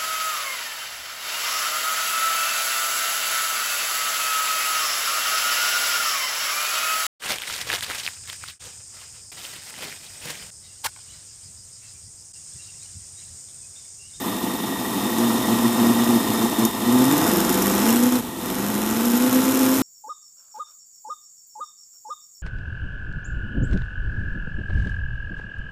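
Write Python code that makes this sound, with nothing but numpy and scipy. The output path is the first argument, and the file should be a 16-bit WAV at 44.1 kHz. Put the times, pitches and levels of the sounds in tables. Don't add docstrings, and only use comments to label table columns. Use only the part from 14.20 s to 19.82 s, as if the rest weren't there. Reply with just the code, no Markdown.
import sys
import numpy as np
from scipy import signal
from scipy.fft import rfft, irfft
from scipy.io import wavfile
from scipy.ndimage import uniform_filter1d

SR = 44100
rng = np.random.default_rng(int(sys.argv[2]) if len(sys.argv) > 2 else 0)


def materialize(psi):
    bounded = np.clip(np.atleast_2d(psi).T, -1, 1)
    quanta = np.round(bounded * 32767).astype(np.int16)
    wavfile.write(sys.argv[1], SR, quanta)


N = 247842
TIME = np.arange(N) / SR

# time in seconds, firings per second.
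FIRING_RATE = [(0, 99.1), (.2, 93.8), (.4, 91.05), (.6, 93), (.8, 100), (1.02, 117), (1.2, 112),
               (1.35, 116), (1.7, 116.9), (1.95, 116.9), (2.08, 107.1), (2.24, 115), (2.42, 113.1),
               (2.58, 104.1), (2.72, 124), (2.86, 130.8), (3.0, 159.9), (3.2, 178.9), (3.35, 190.1),
               (3.58, 200), (3.65, 222), (3.73, 236), (3.85, 246.9), (3.95, 250), (3.99, 232),
               (4.03, 183.7), (4.15, 164.9), (4.25, 176.1), (4.33, 190), (4.45, 205.9), (4.6, 211.3),
               (4.7, 217.9), (4.8, 232), (4.87, 239.3), (4.93, 235.8), (5.0, 249.9), (5.1, 254.7),
               (5.3, 264.1), (5.45, 260.1), (5.62, 267.3)]
# time in seconds, effort in dB.
ENGINE_EFFORT = [(0, -3.5), (.55, -3.5), (1.05, -0.6), (1.7, 0.15), (2.45, -0.8), (2.53, -3), (2.75, -0.14),
                 (3.05, 3.5), (3.2, 3), (3.55, 3), (3.7, 4.5), (3.8, 1.5), (3.96, 1.5), (4.02, -6),
                 (4.15, -8), (4.27, -2.5), (5.1, 2.5), (5.62, 2.5)]
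# exhaust and knock at idle, exhaust and knock at top speed,
# gas spit, all in relative dB, then lag in firing intervals for a fully uneven burn at top speed.
CYLINDER_VOICES = [(-1, -2.5, 3.5, 5.5, 19.5, 0.0028), (-0.5, 3.5, 3.5, 11.5, -5, -0.068),
                   (1, -0.5, -1, -6, 18, -0.0039), (-4.5, -2.5, -4.5, 10.5, 1, .07),
                   (-2, 3, -1.5, -3, 5, 0), (-1, 1.5, -8, 13.5, 0, -.07), (0.5, -3.5, -3, 14, 22, 0),
                   (1.5, -3.5, 2.5, -4, -9, .07)]
# start in seconds, length in seconds, lift of the lope in dB.
IDLE_CHUGS = [(0.056, 0.032, 4.5), (0.233, 0.061, 3), (0.727, 0.13, 2), (0.979, 0.063, 5),
              (1.077, 0.083, 3.5), (1.278, 0.069, 4.5), (1.419, 0.056, 4.5), (1.57, 0.14, 4.5),
              (1.774, 0.043, 3.5), (1.883, 0.088, 4.5), (2.065, 0.11, 2.5), (2.208, 0.0424, 6.5),
              (2.376, 0.079, 6.5), (2.665, .28, 4.5)]
# centre in seconds, dip of the lope in dB.
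MISFIRE_DIPS = [(0.016, -8), (.195, -7), (.375, -8), (0.574, -5), (1.22, -4), (1.5, -5.5), (2.05, -2.5),
                (2.299, -8), (2.365, -7), (2.52, -7.5), (2.878, -4.5), (3.798, -4), (3.906, -8), (4.02, -5),
                (4.92, -7), (4.988, -7), (5.103, -8), (5.225, -4), (5.325, -5), (5.39, -5), (5.58, -5)]
# centre in seconds, level in dB.
BASS_THUMPS = [(.12, -39), (.25, -44), (.48, -39), (.61, -41), (.72, -41), (.84, -39.5), (.92, -38),
               (1.05, -34), (1.2, -35), (1.33, -35), (1.481, -30), (1.61, -34.5), (1.73, -34), (1.84, -34),
               (1.969, -33), (2.099, -34), (2.23, -34), (2.44, -28.5), (2.6, -38), (2.75, -32), (2.88, -34),
               (3.029, -33.5), (3.72, -36), (3.86, -38), (4.0, -36), (4.53, -38), (4.77, -39), (5.1, -35),
               (5.21, -38), (5.33, -37), (5.46, -37), (5.6, -35)]
# centre in seconds, boost in dB.
PICKUP_SURGES = [(3.03, 3), (3.64, 2)]
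# start in seconds, relative level in dB.
METAL_SNAPS = [(0.9837, -18), (1.842, -15), (2.1354, -17), (2.3934, -17), (2.451, -6.5), (2.7247, -13.5),
               (2.7855, -16), (2.8414, -15), (2.9786, -10), (3.0275, -17), (3.0775, -13), (3.091, -14),
               (3.3253, -10.5), (3.341, -15), (3.4236, -10.5), (3.686, -11), (3.703, -11), (3.727, -13),
               (3.7704, -18), (3.8363, -11.5), (4.8543, -14), (4.9182, -17), (4.9552, -17), (5.0215, -14),
               (5.1287, -15), (5.1472, -12), (5.2405, -15), (5.3732, -14), (5.3921, -12), (5.4226, -15),
               (5.4535, -14), (5.487, -15), (5.5153, -14), (5.5458, -15), (5.5751, -15)]
# time in seconds, base level in dB.
DRONE_LEVEL = [(0, -38), (.9, -35), (1.02, -26), (1.22, -28), (1.4, -25.5), (1.65, -22.5), (1.95, -23.5),
               (2.08, -32), (2.42, -30), (2.58, -32), (2.72, -22.5), (2.92, -22.5), (3.05, -28),
               (3.58, -32), (3.68, -21), (3.85, -18.5), (3.97, -22), (4.04, -43.5), (4.25, -38),
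               (4.45, -31), (4.68, -30), (4.85, -22.5), (5.15, -21.5), (5.62, -23.5)]
# multiple of the cycle rate, base level in dB at middle
# speed, base level in dB at top speed.
CYCLE_OVERTONES = [(5, -42.5, -49), (10, -36, -33.5), (12, -39, -39), (13, -35, -43), (15, -33, -54),
                   (17, -40, -46), (21, -35.5, -58), (26, -52, -47), (27, -51, -44), (31, -53, -49),
                   (34, -46, -42.5), (42, -50, -49)]

# pitch in Hz, width in Hz, gain in dB.
PIPE_MODES = [(125, 28, -19), (200, 22, -4.5), (236.8, 25.8, 0), (268.3, 34, 0), (312, 49.3, -3),
              (364, 48, -5.5), (516, 25.5, -16)]
# pitch in Hz, width in Hz, gain in dB.
SNARL_MODES = [(510, 41, -20)]
# pitch in Hz, width in Hz, gain in dB.
BLOCK_MODES = [(396, 32, 0.5), (515, 39, -2.5), (630, 41, 1.5), (721, 101, -0.5), (801, 85, 1),
               (876, 52, 6.5), (950, 37, 2), (1012.4, 34, 3), (1050, 20, 0.5), (1117, 75, -0.5),
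               (1240, 39, -1), (1314, 33, -2.5), (1898, 80, -6.5)]
# pitch in Hz, width in Hz, gain in dB.
WHISTLE_MODES = [(1873, 152, 0.5), (3641, 142, 2), (5260, 120, -17), (13600, 400, -3.5)]
# pitch in Hz, width in Hz, gain in dB.
RATTLE_MODES = [(5240, 280, -1.5), (6940, 1040, -2.5), (9430, 730, -3), (10700, 1140, -5.5),
                (12220, 500, 2.5), (13260, 430, 1.5)]
# frequency in Hz, gain in dB.
CLATTER_EQ_SHUT = [(1200, -7.5), (2100, -5), (3200, -1.5), (4100, -4), (4600, -7.5), (5400, -7),
                   (6500, -4.5), (7700, -3.5), (11700, -5), (12800, -5), (13700, -4.5), (15000, -6)]
# frequency in Hz, gain in dB.
CLATTER_EQ_OPEN = [(900, -10.5), (1400, 4), (1800, -2.5), (2200, -3), (3300, -3), (4000, -4.5),
                   (4600, -9.5), (5400, -4.5), (6000, -5), (7200, -3.5), (8700, -6), (11500, -5.5),
                   (12300, -1.5), (15000, -6.5)]

CYLINDER_COUNT = len(CYLINDER_VOICES)
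BOOM_HZ, BOOM_WIDTH_HZ = 245.5, 22


def undb(db):
    return np.exp(np.asarray(db) * (np.log(10) / 20))


def curve(rows):
    return np.interp(TIME, *np.transpose(rows))


def bell(x, centre, width):
    return np.exp(-((x - centre) / width) ** 2)


def wander(per_s):
    return np.interp(TIME * per_s, np.arange(512), rng.standard_normal(512))


def unit(x):
    return x / np.sqrt(np.mean(x ** 2))


def even(x, size=8000):
    return x / np.sqrt(uniform_filter1d(x ** 2, size) + 1e-12)


def clicks(times, sizes):
    position = np.clip(times * SR, 0, N)
    sample = position.astype(int)
    late = position - sample
    train = np.bincount(sample, sizes * (1 - late), N + 2) + np.bincount(sample + 1, sizes * late, N + 2)
    return train[:N]


def through(x, response):
    return signal.oaconvolve(x, response)[:N]


def fade(decay_s):
    return np.exp(-TIME[:8192] / decay_s)


def burst(decay_s):
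    tail = fade(decay_s)
    ring = tail * rng.standard_normal(len(tail))
    return ring / np.linalg.norm(ring)


def noise_hits(times, sizes, envelope):
    return through(clicks(times, sizes), envelope) * rng.standard_normal(N)


def cylinder_hits(times, cylinder, sizes, ring_s):
    return sum(through(clicks(times, sizes * (cylinder == k)), burst(ring_s))
               for k in range(CYLINDER_COUNT))


def band(x, lo_hz, hi_hz):
    return signal.sosfilt(signal.butter(2, [lo_hz, hi_hz], "band", fs=SR, output="sos"), x)


def resonate(x, modes):
    return sum((-1) ** k * undb(db) * signal.lfilter(*signal.iirpeak(hz, hz / width, SR), x)
               for k, (hz, width, db) in enumerate(modes))


def equalise(x, points, size=4096):
    hz, db = np.transpose(points)
    bin_hz = np.maximum(np.arange(size // 2 + 1) * SR / size, 1)
    cepstrum = irfft(np.log(undb(np.interp(np.log(bin_hz), np.log(hz), db))))
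    cepstrum[1:size // 2] *= 2
    cepstrum[size // 2 + 1:] = 0
    return through(x, irfft(np.exp(rfft(cepstrum))))


def rumble(speed, effort):
    level_db = -47 + 0.27 * effort + 8 * bell(speed, centre=190, width=67)
    return unit(band(rng.standard_normal(N), 50, 234)) * undb(level_db)


def bench_echo(metal, gain_db=-13):
    return undb(gain_db) * through(metal, np.r_[np.zeros(200), burst(decay_s=0.018)])


def buzz(times, sizes, pitch_hz=5236, width_hz=480):
    drive = noise_hits(times, sizes, fade(0.0047))
    return even(band(drive, pitch_hz - width_hz / 2, pitch_hz + width_hz / 2))


def snaps(trim_db=-8):
    times, db = np.transpose(METAL_SNAPS)
    envelope = through(clicks(times, undb(db + trim_db)), fade(0.0038))
    return envelope * unit(band(resonate(rng.standard_normal(N), RATTLE_MODES), 3300, 14200))


def rattle(times, spit, throttle, scatter_db=3):
    sizes = spit * undb(scatter_db * np.clip(rng.standard_normal(2048)[:len(times)], -2, 2))
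    drive = unit(through(clicks(times, sizes), fade(0.0013))) * rng.standard_normal(N)
    return even(band(resonate(drive, RATTLE_MODES), 5400, 22000), size=16000) * np.sqrt(throttle)


def carburettor(times, speed, fade_above_hz=141, db_per_hz=-0.1644):
    gulps = unit(through(clicks(times, 1), fade(0.0041)))
    air = (1 + gulps) * rng.standard_normal(N)
    whistle = sum(undb(db) * band(air, hz - width / 2, hz + width / 2) for hz, width, db in WHISTLE_MODES)
    return even(whistle) * undb(db_per_hz * np.maximum(speed - fade_above_hz, 0))


def clatter(times, cylinder, spit, throttle, puff_s=0.00074, tap_scatter_db=7.5):
    tail = fade(puff_s)
    gas = noise_hits(times, spit, tail * TIME[:len(tail)])
    timing, force = rng.standard_normal((2048, 2))[:len(times)].T
    tap_times = times + np.gradient(times) * (0.45 + 0.0556 * timing)
    tap_sizes = undb(tap_scatter_db * np.clip(force, -2, 2))
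    taps = cylinder_hits(tap_times, cylinder, tap_sizes, ring_s=0.0014)
    hits = undb(1.5) * even(gas) + undb(-4) * even(taps)
    whirr = undb(-3) * rng.standard_normal(N)
    drive = hits * undb(-15 + 5 * throttle) + whirr
    shut, opened = unit(equalise(drive, CLATTER_EQ_SHUT)), unit(equalise(drive, CLATTER_EQ_OPEN))
    return even((1 - throttle) * shut + throttle * opened)


def block(times, cylinder, sizes, speed, revs):
    knocks = cylinder_hits(times, cylinder, sizes, ring_s=0.0039)
    shaking = noise_hits(times, sizes, fade(0.014))
    drive = undb(10 * revs) * unit(knocks) + undb(-1.5) * unit(shaking)
    ring = even(band(resonate(drive, BLOCK_MODES), 290, 2150), size=2600)
    octave_boom_db = 1.5 * bell(2 * speed, BOOM_HZ, BOOM_WIDTH_HZ)
    bark_db = sum(db * bell(TIME, s, width=0.07) for s, db in PICKUP_SURGES)
    return ring * undb(-4 * revs + octave_boom_db + bark_db)


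def thumps(pitch_hz=119, width_s=0.024):
    return np.sqrt(2) * sum(undb(db) * bell(TIME, s, width_s) * np.sin(2 * np.pi * pitch_hz * (TIME - s))
                            for s, db in BASS_THUMPS)


def overtones(speed, middle_hz=196, top_hz=232):
    cycle_phase = 2 * np.pi * np.cumsum(speed) / SR / CYLINDER_COUNT
    fast = np.interp(speed, [middle_hz, top_hz], [0, 1])
    chord = np.zeros(N)
    for multiple, middle_db, top_db in CYCLE_OVERTONES:
        tone = np.sin(multiple * cycle_phase + rng.uniform(0, 2 * np.pi))
        chord += tone * undb((1 - fast) * middle_db + fast * top_db + 3 * wander(per_s=18))
    return chord


def pipes(gas, revs):
    return band(resonate(gas, PIPE_MODES) + revs * resonate(gas, SNARL_MODES), 69, 790)


def drone(speed, revs, lope_db):
    phase = 2 * np.pi * np.cumsum(speed) / SR + 0.3 * wander(per_s=55)
    gas = np.cos(phase) + undb(1) * np.cos(2 * phase) + undb(-7) * np.cos(3 * phase)
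    waver_db = 2.2 * wander(per_s=70)
    throb_db = (1 + 3.2 * revs) * np.cos(phase / CYLINDER_COUNT)
    level_db = curve(DRONE_LEVEL) + 0.85 * lope_db + waver_db + throb_db
    return even(pipes(gas, revs=0), size=1300) * undb(level_db)


def exhaust(times, sizes, revs, wake_db=-13, wake_s=0.0088):
    flutter_db = 1.07 * wander(per_s=24)
    wake = noise_hits(times, sizes, fade(wake_s))
    gas = unit(clicks(times, sizes)) + undb(wake_db) * unit(wake)
    return even(pipes(gas, revs), size=2600) * undb(flutter_db - 2.5 * revs)


def lope(attack_s=0.008, release_s=0.0166, gap_s=0.013):
    chugs = sum(db * np.interp(TIME - s, [0, attack_s, length, length + release_s], [0, 1, 1, 0])
                for s, length, db in IDLE_CHUGS)
    return chugs + sum(db * bell(TIME, s, gap_s) for s, db in MISFIRE_DIPS)


def unevenness(speed, revs, lope_db, at_idle=0.757):
    steadying = 0.2 * revs + 0.05 * bell(speed, BOOM_HZ, BOOM_WIDTH_HZ) + 0.13 * lope_db
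    stumble = 0.396 * bell(speed, centre=167.8, width=42.2)
    return np.clip(at_idle - steadying + stumble, 0, 1)


def firings(speed, uneven, revs, scatter_db):
    count = np.cumsum(speed) / SR
    number = np.arange(int(count[-1]) + 1)
    cylinder = number % CYLINDER_COUNT
    uneven, revs = np.interp(number, count, uneven), np.interp(number, count, revs)
    timing, force = rng.standard_normal((2048, 2))[number].T
    lag = uneven * (revs * np.array(CYLINDER_VOICES)[cylinder, 5] + 0.23 * timing)
    strength = undb(-abs((scatter_db - 4 * uneven) * force))
    return np.interp(number + lag, count, TIME), cylinder, strength


def scene(shut_hz=100, open_hz=179):
    speed, effort, lope_db = curve(FIRING_RATE), curve(ENGINE_EFFORT), lope()
    revs = (speed - speed.min()) / np.ptp(speed)
    throttle = np.clip((speed - shut_hz) / (open_hz - shut_hz) + 0.12 * effort, 0, 0.97)
    uneven = unevenness(speed, revs, lope_db)
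    times, cylinder, strength = firings(speed, uneven, revs, scatter_db=8)
    knock_times, _, knock_strength = firings(speed, 0.45 * uneven, revs, scatter_db=3.5)
    voices = np.array(CYLINDER_VOICES)[cylinder].T
    fast = np.interp(times, TIME, revs)
    boom, knock = undb((1 - fast) * voices[:2] + fast * voices[2:4])
    spit = undb(voices[4]) * strength

    body = exhaust(times, boom * strength, revs) * undb(-25.3 + 1.15 * effort + 0.68 * lope_db)
    body += drone(speed, revs, lope_db) + thumps()
    body += overtones(speed) * throttle * np.sqrt(revs) * undb(0.96 * effort)

    knocking = block(knock_times, cylinder, knock * knock_strength, speed, revs)
    chatter = clatter(times, cylinder, spit, throttle) + undb(-8) * rattle(times, spit, throttle)
    metal = knocking * undb(-29 + 0.97 * effort + 0.42 * lope_db)
    metal += chatter * undb(-29.3 + 1.07 * effort + 0.24 * lope_db)
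    metal += buzz(knock_times, knock) * undb(-41 + 1.95 * effort - 11.5 * revs)
    metal += carburettor(times, speed) * undb(-35.5 + 0.72 * effort)
    metal += snaps()
    return (body + metal + bench_echo(metal) + rumble(speed, effort))[None]


def record(dry, low_cut_hz=30, high_cut_hz=14300):
    lean = signal.sosfilt(signal.butter(2, low_cut_hz, "high", fs=SR, output="sos"), dry)
    return signal.sosfilt(signal.ellip(12, 0.2, 95, high_cut_hz, fs=SR, output="sos"), lean)


dry = scene()
out = record(dry)
materialize(out)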